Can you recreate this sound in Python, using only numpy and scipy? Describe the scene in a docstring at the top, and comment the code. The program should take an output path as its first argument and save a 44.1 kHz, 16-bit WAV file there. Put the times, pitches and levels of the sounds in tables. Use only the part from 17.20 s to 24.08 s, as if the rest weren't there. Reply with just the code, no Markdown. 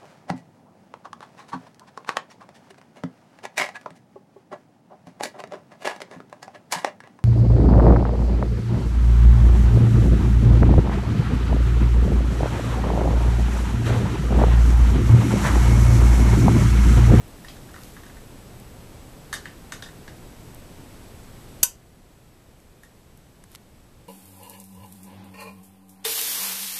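"""Throughout, the hiss of a quiet room with faint hum and whine; now and then fingers tick and drag on a camera.
A chrome toaster on a cloth creaks and ticks: short bursts of noise ring its hot sheet metal and leave a rattle.
A sprung catch lets go with a sharp clack: a scrape of noise, a ringing latch and a low push of air.
The small hand-held camera's gain control then turns the whole room down and hardly lets it come back."""
import sys
import numpy as np
from scipy import signal
from scipy.fft import rfft, irfft, next_fast_len
from scipy.io import wavfile
from scipy.ndimage import uniform_filter1d

SR = 44100
rng = np.random.default_rng(int(sys.argv[2]) if len(sys.argv) > 2 else 0)


def pcm_store(signal):
    """Save signal as 16-bit PCM."""
    levels = np.round(np.clip(np.atleast_2d(signal), -1, 1) * 32767)
    wavfile.write(sys.argv[1], SR, levels.astype(np.int16).T)


def level_to_linear(level):
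    """Convert decibel levels to linear amplitude factors, elementwise."""
    exponent = np.asarray(level, float) / 20
    return 10 ** exponent


N = 303482   # length in samples


def at_hz(points, hz):
    """Reads a table of (Hz, value) at any frequency, along log frequency."""
    points = np.array(points)
    return np.interp(np.log(hz + 1), np.log(points[:, 0]), points[:, 1])


def colour(x, spectrum):
    """Gives x the spectrum with minimum phase, so nothing sounds early."""
    level_db = at_hz(spectrum, np.fft.rfftfreq(8192, 1 / SR))
    cepstrum = irfft(np.log(level_to_linear(level_db)))
    # folding the cepstrum onto its first half makes the phase minimal
    cepstrum[1:4096] *= 2
    cepstrum[4097:] = 0
    response = irfft(np.exp(rfft(cepstrum)))[:4096]
    size = next_fast_len(len(x) + 4096)
    return irfft(rfft(x, size) * rfft(response, size), size)[:len(x)]


def cut(x, hz, kind):
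    """Butterworth filter of design order 2."""
    return signal.sosfilt(signal.butter(2, hz, kind, fs=SR, output="sos"), x)


def band(x, hz, octaves):
    """Band-pass reaching this many octaves to each side of a centre."""
    low = hz * 2 ** -octaves
    high = min(hz * 2 ** octaves, .45 * SR)
    return cut(x, [low, high], "band")


def top_one(x):
    """Scales to a peak of 1."""
    return x / np.max(np.abs(x))


def add(track, s, sound):
    """Mixes a sound in at time s."""
    i = round(s * SR)
    track[i:i + len(sound)] += sound[:N - i]


def grains(size, per_s):
    """Random clicks of uneven strength at random moments."""
    noise = rng.standard_normal(size)
    boost_db = 3.0 * np.minimum(rng.exponential(1, size), 2)
    sounding = rng.random(size) < per_s / SR
    return noise * level_to_linear(boost_db) * sounding


def contact(decay_ms, noise):
    """Rough contact: noise that rises almost at once, then dies to 1/e in every decay_ms."""
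    t = np.arange(len(noise)) / SR * 1000 / max(decay_ms, .2)
    return noise * np.exp(-t) * (1 - np.exp(-12 * t))


def struck(force, modes, strengths, damping, swell_cycles):
    """The force rings every mode with a strength of its own; each mode swells over some cycles, then dies."""
    t = np.arange(len(force)) / SR
    rings = np.zeros(len(force))
    for (hz, db, t60), strength in zip(modes, strengths):
        fade = level_to_linear(db - 60 * t / (min(t60, .3) * damping))
        swell = 1 - np.exp(-t * hz / swell_cycles)
        rings += strength * fade * swell * np.sin(2 * np.pi * hz * t)
    return signal.fftconvolve(force, rings)[:len(force)]


# Colour of the hiss and rumble. Each row: frequency in Hz, relative level in dB per Hz.
HISS_COLOUR = [(8.8, -50.5), (15, 5.5), (38, -1.5), (131, -2.5), (301, -8), (462, -11.5), (1370, -22),
               (6950, -31), (7800, -29), (8490, -30.5), (12700, -31.5), (13800, -31.5)]
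# Mains hum. Each row: frequency in Hz, rms level in dB.
MAINS_HUM = [(30, -58.5), (60, -61.5), (120, -59.5)]
HISS_DB = -43.5   # rms
WHINE_HZ, WHINE_DB, WHINE_FLIPS_PER_S = 7880, -68, 30   # rms level before its narrow filter


def floor():
    """Microphone hiss and room rumble, mains hum and a thin whine whose sign flips with every picture frame."""
    t = np.arange(N) / SR
    hiss = colour(rng.standard_normal(N + 4096), HISS_COLOUR)[4096:]   # drops the filter's start
    hum = sum(level_to_linear(db) * np.sqrt(2) * np.sin(2 * np.pi * (hz * t + rng.random())) for hz, db in MAINS_HUM)
    flips = signal.square(np.pi * WHINE_FLIPS_PER_S * t)
    whine = band(np.sqrt(2) * np.sin(2 * np.pi * WHINE_HZ * t) * flips, WHINE_HZ, octaves=0.0291)
    return level_to_linear(HISS_DB) * hiss / np.std(hiss) + hum + level_to_linear(WHINE_DB) * whine


# Dry ticks on the camera shell. Each row: start in seconds, peak of the upper part in dB, its centre in Hz,
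# peak of the lower part in dB, its centre in Hz.
SHELL_TICKS = [(0.079, -42, 12000, -54, 1100), (.6347, -35, 12900, -35, 3850),
               (1.3995, -36.5, 11000, -50, 1590), (3.3466, -31.5, 13000, -56, 1430),
               (5.4016, -40, 8990, -52, 1120), (5.9743, -36, 9650, -55, 1270),
               (6.239, -30, 8300, -35.5, 1240), (6.3165, -31, 12000, -39, 1900),
               (6.331, -38, 7000, -43, 3000), (6.349, -38, 7000, -28, 1140), (6.350, -24, 12000, -25, 3500),
               (6.357, -27.5, 8400, -27.5, 3200)]
# Fingers drag on the shell. Each row: moment of firmest grip in seconds, rms level then in dB,
# swell before it in dB per second, fade after it in dB per second.
FINGER_DRAGS = [(.3, -54, 50, 70), (.65, -50.5, 70, 45), (6.34, -44, 350, 900)]
SHELL_DECAY_MS = 1.2   # time to die to 1/e


def shell():
    """Ticks and a grainy drag right at the microphone: bright and without room."""
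    t = np.arange(N) / SR
    rub = cut(grains(size=N, per_s=4000), 1100, "high")
    grip = np.zeros(N)
    for s, db, swell, fade in FINGER_DRAGS:
        grip += level_to_linear(db - np.maximum(swell * (s - t), fade * (t - s)))
    out = grip * rub / np.std(rub)
    for s, high_db, high_hz, low_db, low_hz in SHELL_TICKS:
        noise = rng.standard_normal((2, 2000))
        upper = band(contact(SHELL_DECAY_MS, noise[0]), high_hz, octaves=0.45)
        lower = band(contact(SHELL_DECAY_MS, noise[1]), low_hz, octaves=0.7)
        add(out, s, level_to_linear(high_db) * top_one(upper))
        add(out, s, level_to_linear(low_db) * top_one(lower))
    return out


# Low end of the crackle, under the casing ring. Each row: frequency in Hz, relative level in dB per Hz.
CRACKLE_LOW = [(300, -25), (500, 0), (1000, -6.5)]
# The bright rest, before tilting; its first row is skipped.
# Each row: frequency in Hz, relative level in dB per Hz.
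CRACKLE_BRIGHT = [(1410, -40), (2400, -11), (3800, 2.5), (4140, -2), (5930, 0), (6310, 1), (7940, -2),
                  (13400, -9), (14200, -33), (15000, -50)]


def crackle(force, tilt_db):
    """Colours a force as the bright part of a tick, tilted about 4 kHz by tilt_db per octave; peak 1."""
    tilted = [(hz, db + tilt_db * np.log2(hz / 4000)) for hz, db in CRACKLE_BRIGHT[1:]]
    return top_one(colour(force, CRACKLE_LOW + tilted))


# Sheet metal ticking as it heats and cools. Each row: start in seconds, peak of the casing ring in dB,
# peak of the crackle in dB, centre of the ring in Hz, tilt of the crackle in dB per octave.
METAL_TICKS = [(0.246, -34.5, -42.5, 1560, -1), (0.2834, -41, -32.5, 1320, -10),
               (0.366, -41, -48.5, 1560, -3), (0.488, -41, -47, 1250, -1), (0.5408, -36.5, -44, 1600, -7),
               (0.561, -36, -49, 1330, -1), (0.581, -40, -52, 1470, -1), (0.765, -37, -47, 1410, -5),
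               (0.834, -38, -45, 1630, -5), (0.864, -39.5, -45, 1590, -3), (0.8966, -41, -50.5, 1630, -3),
               (0.9682, -44, -47.5, 1630, 3), (2.1276, -19, -22, 1520, -0.5),
               (2.1382, -20.5, -22.5, 1770, -2.5), (2.255, -25, -33.5, 1560, -6),
               (2.5208, -26.5, -23, 1550, -3.5), (2.6231, -30.5, -28, 1180, -4),
               (2.6597, -40, -41, 1410, -5), (2.6872, -40, -43.5, 1610, -1), (2.8784, -33.5, -38, 1600, -8),
               (5.633, -32, -34.5, 1460, 5)]
# Ways the casing rings. Each row: frequency in Hz, relative level in dB,
# seconds to fall 60 dB before the cap and damping in struck().
CASING_MODES = [(1005, -11, 0.42), (1180, -5.5, 0.2), (1350, 0, 0.12), (1665, 8, 0.1), (1830, -1, 0.31),
                (1770, 10, 0.03), (1850, -11, 0.062), (2400, -23, 0.69), (2800, -6.5, 0.5),
                (3000, -10, 0.082), (3650, 1.5, 0.12), (4010, -21, 0.25), (4160, -16, 0.28),
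                (4480, -12, 0.1), (5400, -32, 0.33), (5620, -10, 0.1)]
CONTACT_DECAY_MS, RATTLE_DECAY_MS = 4.07, 30   # times to die to 1/e
UPPER_RING_DB, RATTLE_DB = -17, -12   # peaks against the crackle
RATTLES_PER_S, RATTLE_TILT_DB = 1500, 6   # tilt per octave on top of the tick's own


def ticks():
    """Each tick rings the casing around its own spot, crackles and rattles loose parts; (low, bright)."""
    low, bright = np.zeros((2, N))
    for s, ring_db, crackle_db, hz, tilt_db in METAL_TICKS:
        noise = rng.standard_normal((2, 6000))
        strengths = level_to_linear(rng.normal(0, 3, len(CASING_MODES)))
        low_force = contact(CONTACT_DECAY_MS, noise[0])
        bright_force = contact(CONTACT_DECAY_MS, noise[1])
        ring = struck(low_force, CASING_MODES, strengths, damping=0.091, swell_cycles=0.16)
        add(low, s, level_to_linear(ring_db) * top_one(band(ring, hz, octaves=0.49)))
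        upper = struck(bright_force, CASING_MODES, strengths, damping=0.32, swell_cycles=1.7)
        upper = cut(cut(upper, 2700, "high"), 2700, "high")
        rattle = contact(RATTLE_DECAY_MS, grains(size=6000, per_s=RATTLES_PER_S))
        sound = crackle(bright_force, tilt_db)
        sound = sound + level_to_linear(UPPER_RING_DB) * top_one(upper)
        sound = sound + level_to_linear(RATTLE_DB) * crackle(rattle, tilt_db + RATTLE_TILT_DB)
        add(bright, s, level_to_linear(crackle_db) * sound)
    return low, bright


# How fast the room dies away. Each row: frequency in Hz, seconds to fall 60 dB.
ROOM_DECAY = [(300, 0.4), (1500, 0.25), (5000, 0.21), (12000, 0.16)]


def room(x):
    """Dense reflections: noise that builds over a few ms and dies band by band."""
    t = np.arange(SR // 2) / SR
    edges = 200 * 2 ** np.arange(0, 6.4, .5)   # half-octave bands, in Hz
    noise = rng.standard_normal((2, len(t)))
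    tail = np.zeros(len(t))
    for k, (low, high) in enumerate(zip(edges, edges[1:])):
        t60 = at_hz(ROOM_DECAY, np.sqrt(low * high))
        tail += cut(noise[k % 2], [low, high], "band") * level_to_linear(-60 * t / t60)   # neighbours use different noise
    tail = tail * (1 - np.exp(-t / .004))
    return signal.fftconvolve(x, tail / np.sqrt(np.sum(tail ** 2)))[:N]


CATCH_S, BITE_DB, CATCH_DB = 4.4293, -12, -5   # start; rms force at first bite and at full scrape
BITE_MS, SWELL_MS, HOLD_MS, LET_GO_MS = .7, 2.5, 4.7, 1.5   # stages of the scrape
CHATTER_DB, CHATTER_DB_PER_MS = -15, 1.5   # rms force once it has let go, and its fall


def catch_force():
    """The catch bites, swells to a held scrape, lets go and chatters out."""
    stages_ms = [0, BITE_MS, SWELL_MS, HOLD_MS, LET_GO_MS, 40 / CHATTER_DB_PER_MS]
    s = CATCH_S + np.cumsum(stages_ms) / 1000
    db = [BITE_DB - 30, BITE_DB, CATCH_DB, CATCH_DB, CHATTER_DB, CHATTER_DB - 40]
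    return level_to_linear(np.interp(np.arange(N) / SR, s, db, left=-200, right=-200))   # silent outside


# Ring of the latch. Each row: frequency in Hz, level in dB before its swell and fade,
# seconds to fall 60 dB before the damping in struck().
LATCH_MODES = [(955, -28.5, .2), (1053, -27.5, .16), (1513, -22, .13), (2870, -29, 0.13), (3036, -36, .14),
               (3720, -29.5, 0.15), (4180, -32.5, .12), (4574, -28.5, 0.079), (5500, -28.5, .1),
               (5955, -14.5, .13), (6070, -12, 0.12), (6320, -27.5, .1), (7400, -33.5, 0.068),
               (7586, -16.5, .11), (7970, -26, .16), (8210, -16, 0.13), (8430, -22, .09),
               (8900, -19.5, 0.11), (8880, -22, 0.1095), (10630, -19.5, 0.0895), (10770, -17.5, .08),
               (11305, -20.5, .07), (11400, -17, .11), (12250, -18.5, .1), (12700, -23, .085)]
# Colour of the crack. Each row: frequency in Hz, relative level in dB per Hz.
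CRACK_COLOUR = [(180, -50.5), (300, -19), (700, -24), (1510, -20.5), (2170, -25), (2980, -14.5),
                (4140, -23.5), (4570, -8), (5570, -16), (6150, -4), (9930, -12.5), (12500, -3.5),
                (14000, -16.5), (15500, -50)]
STOP_S = 4.4315   # the latch hits its stop
THUMP_S, THUMP_DB, THUMP_MS = 4.4335, -23, 1.1   # push of air: start, peak, time scale


def clack():
    """A broad crack under the force curve; the latch rings from the blow on its stop, with a low push of air."""
    force = catch_force()
    crack = force * colour(rng.standard_normal(N), CRACK_COLOUR)
    crack = crack * np.sqrt(np.sum(force ** 2) / np.sum(crack ** 2))   # as strong as the force curve
    ring = np.zeros(N)
    signs = rng.choice([-1, 1], len(LATCH_MODES))
    blow = np.arange(9000) == 0   # a single click
    add(ring, STOP_S, struck(blow, LATCH_MODES, signs, damping=0.87, swell_cycles=9.7))
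    t = np.arange(2000) / SR * 1000 / THUMP_MS
    add(ring, THUMP_S, level_to_linear(THUMP_DB) * top_one(t * np.exp(-t) * (t - 4.5)))
    return crack, ring


def scene():
    """The toaster in its room, the camera shell and the floor."""
    low, bright = ticks()
    crack, ring = clack()
    wet = room(level_to_linear(-7.5) * low + level_to_linear(-1.5) * bright + level_to_linear(-10.5) * crack)
    return (low + bright + crack + ring + wet + shell() + floor())[None]


def low_pass(x):
    """Removes everything above the highest recorded frequency."""
    return signal.sosfilt(signal.butter(12, 15990, fs=SR, output="sos"), x)


def record(dry):
    """Levels over the knee pull the gain down within ms; it creeps back slowly. Treble is cut, tops are rounded."""
    knee_db, slope = -15.5, 0.74   # slope: dB turned down per dB over the knee
    attack_ms, release_db_s = 9.0, 0.03   # release: fall of the held level, dB per second
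    cutoff_hz, cutoff_db = 13950, 58   # treble edge, and how far down the treble beyond it is held
    top = .8   # height at which the peaks flatten
    t = np.arange(N) / SR
    power = np.abs(uniform_filter1d(dry ** 2, size=220))   # over 5 ms
    level_db = 10 * np.log10(power + 1e-18)
    held_db = np.maximum.accumulate(level_db + release_db_s * t, axis=1) - release_db_s * t
    r = np.exp(-1000 / (attack_ms * SR))
    duck_db = signal.lfilter([1 - r], [1, -r], slope * np.maximum(held_db - knee_db, 0))
    steep = signal.ellip(10, .5, cutoff_db, cutoff_hz, fs=SR, output="sos")
    dull = signal.sosfilt(steep, dry * level_to_linear(-duck_db))
    mix = top * np.tanh(dull / top)
    return low_pass(mix)


dry = scene()
out = record(dry)
pcm_store(out)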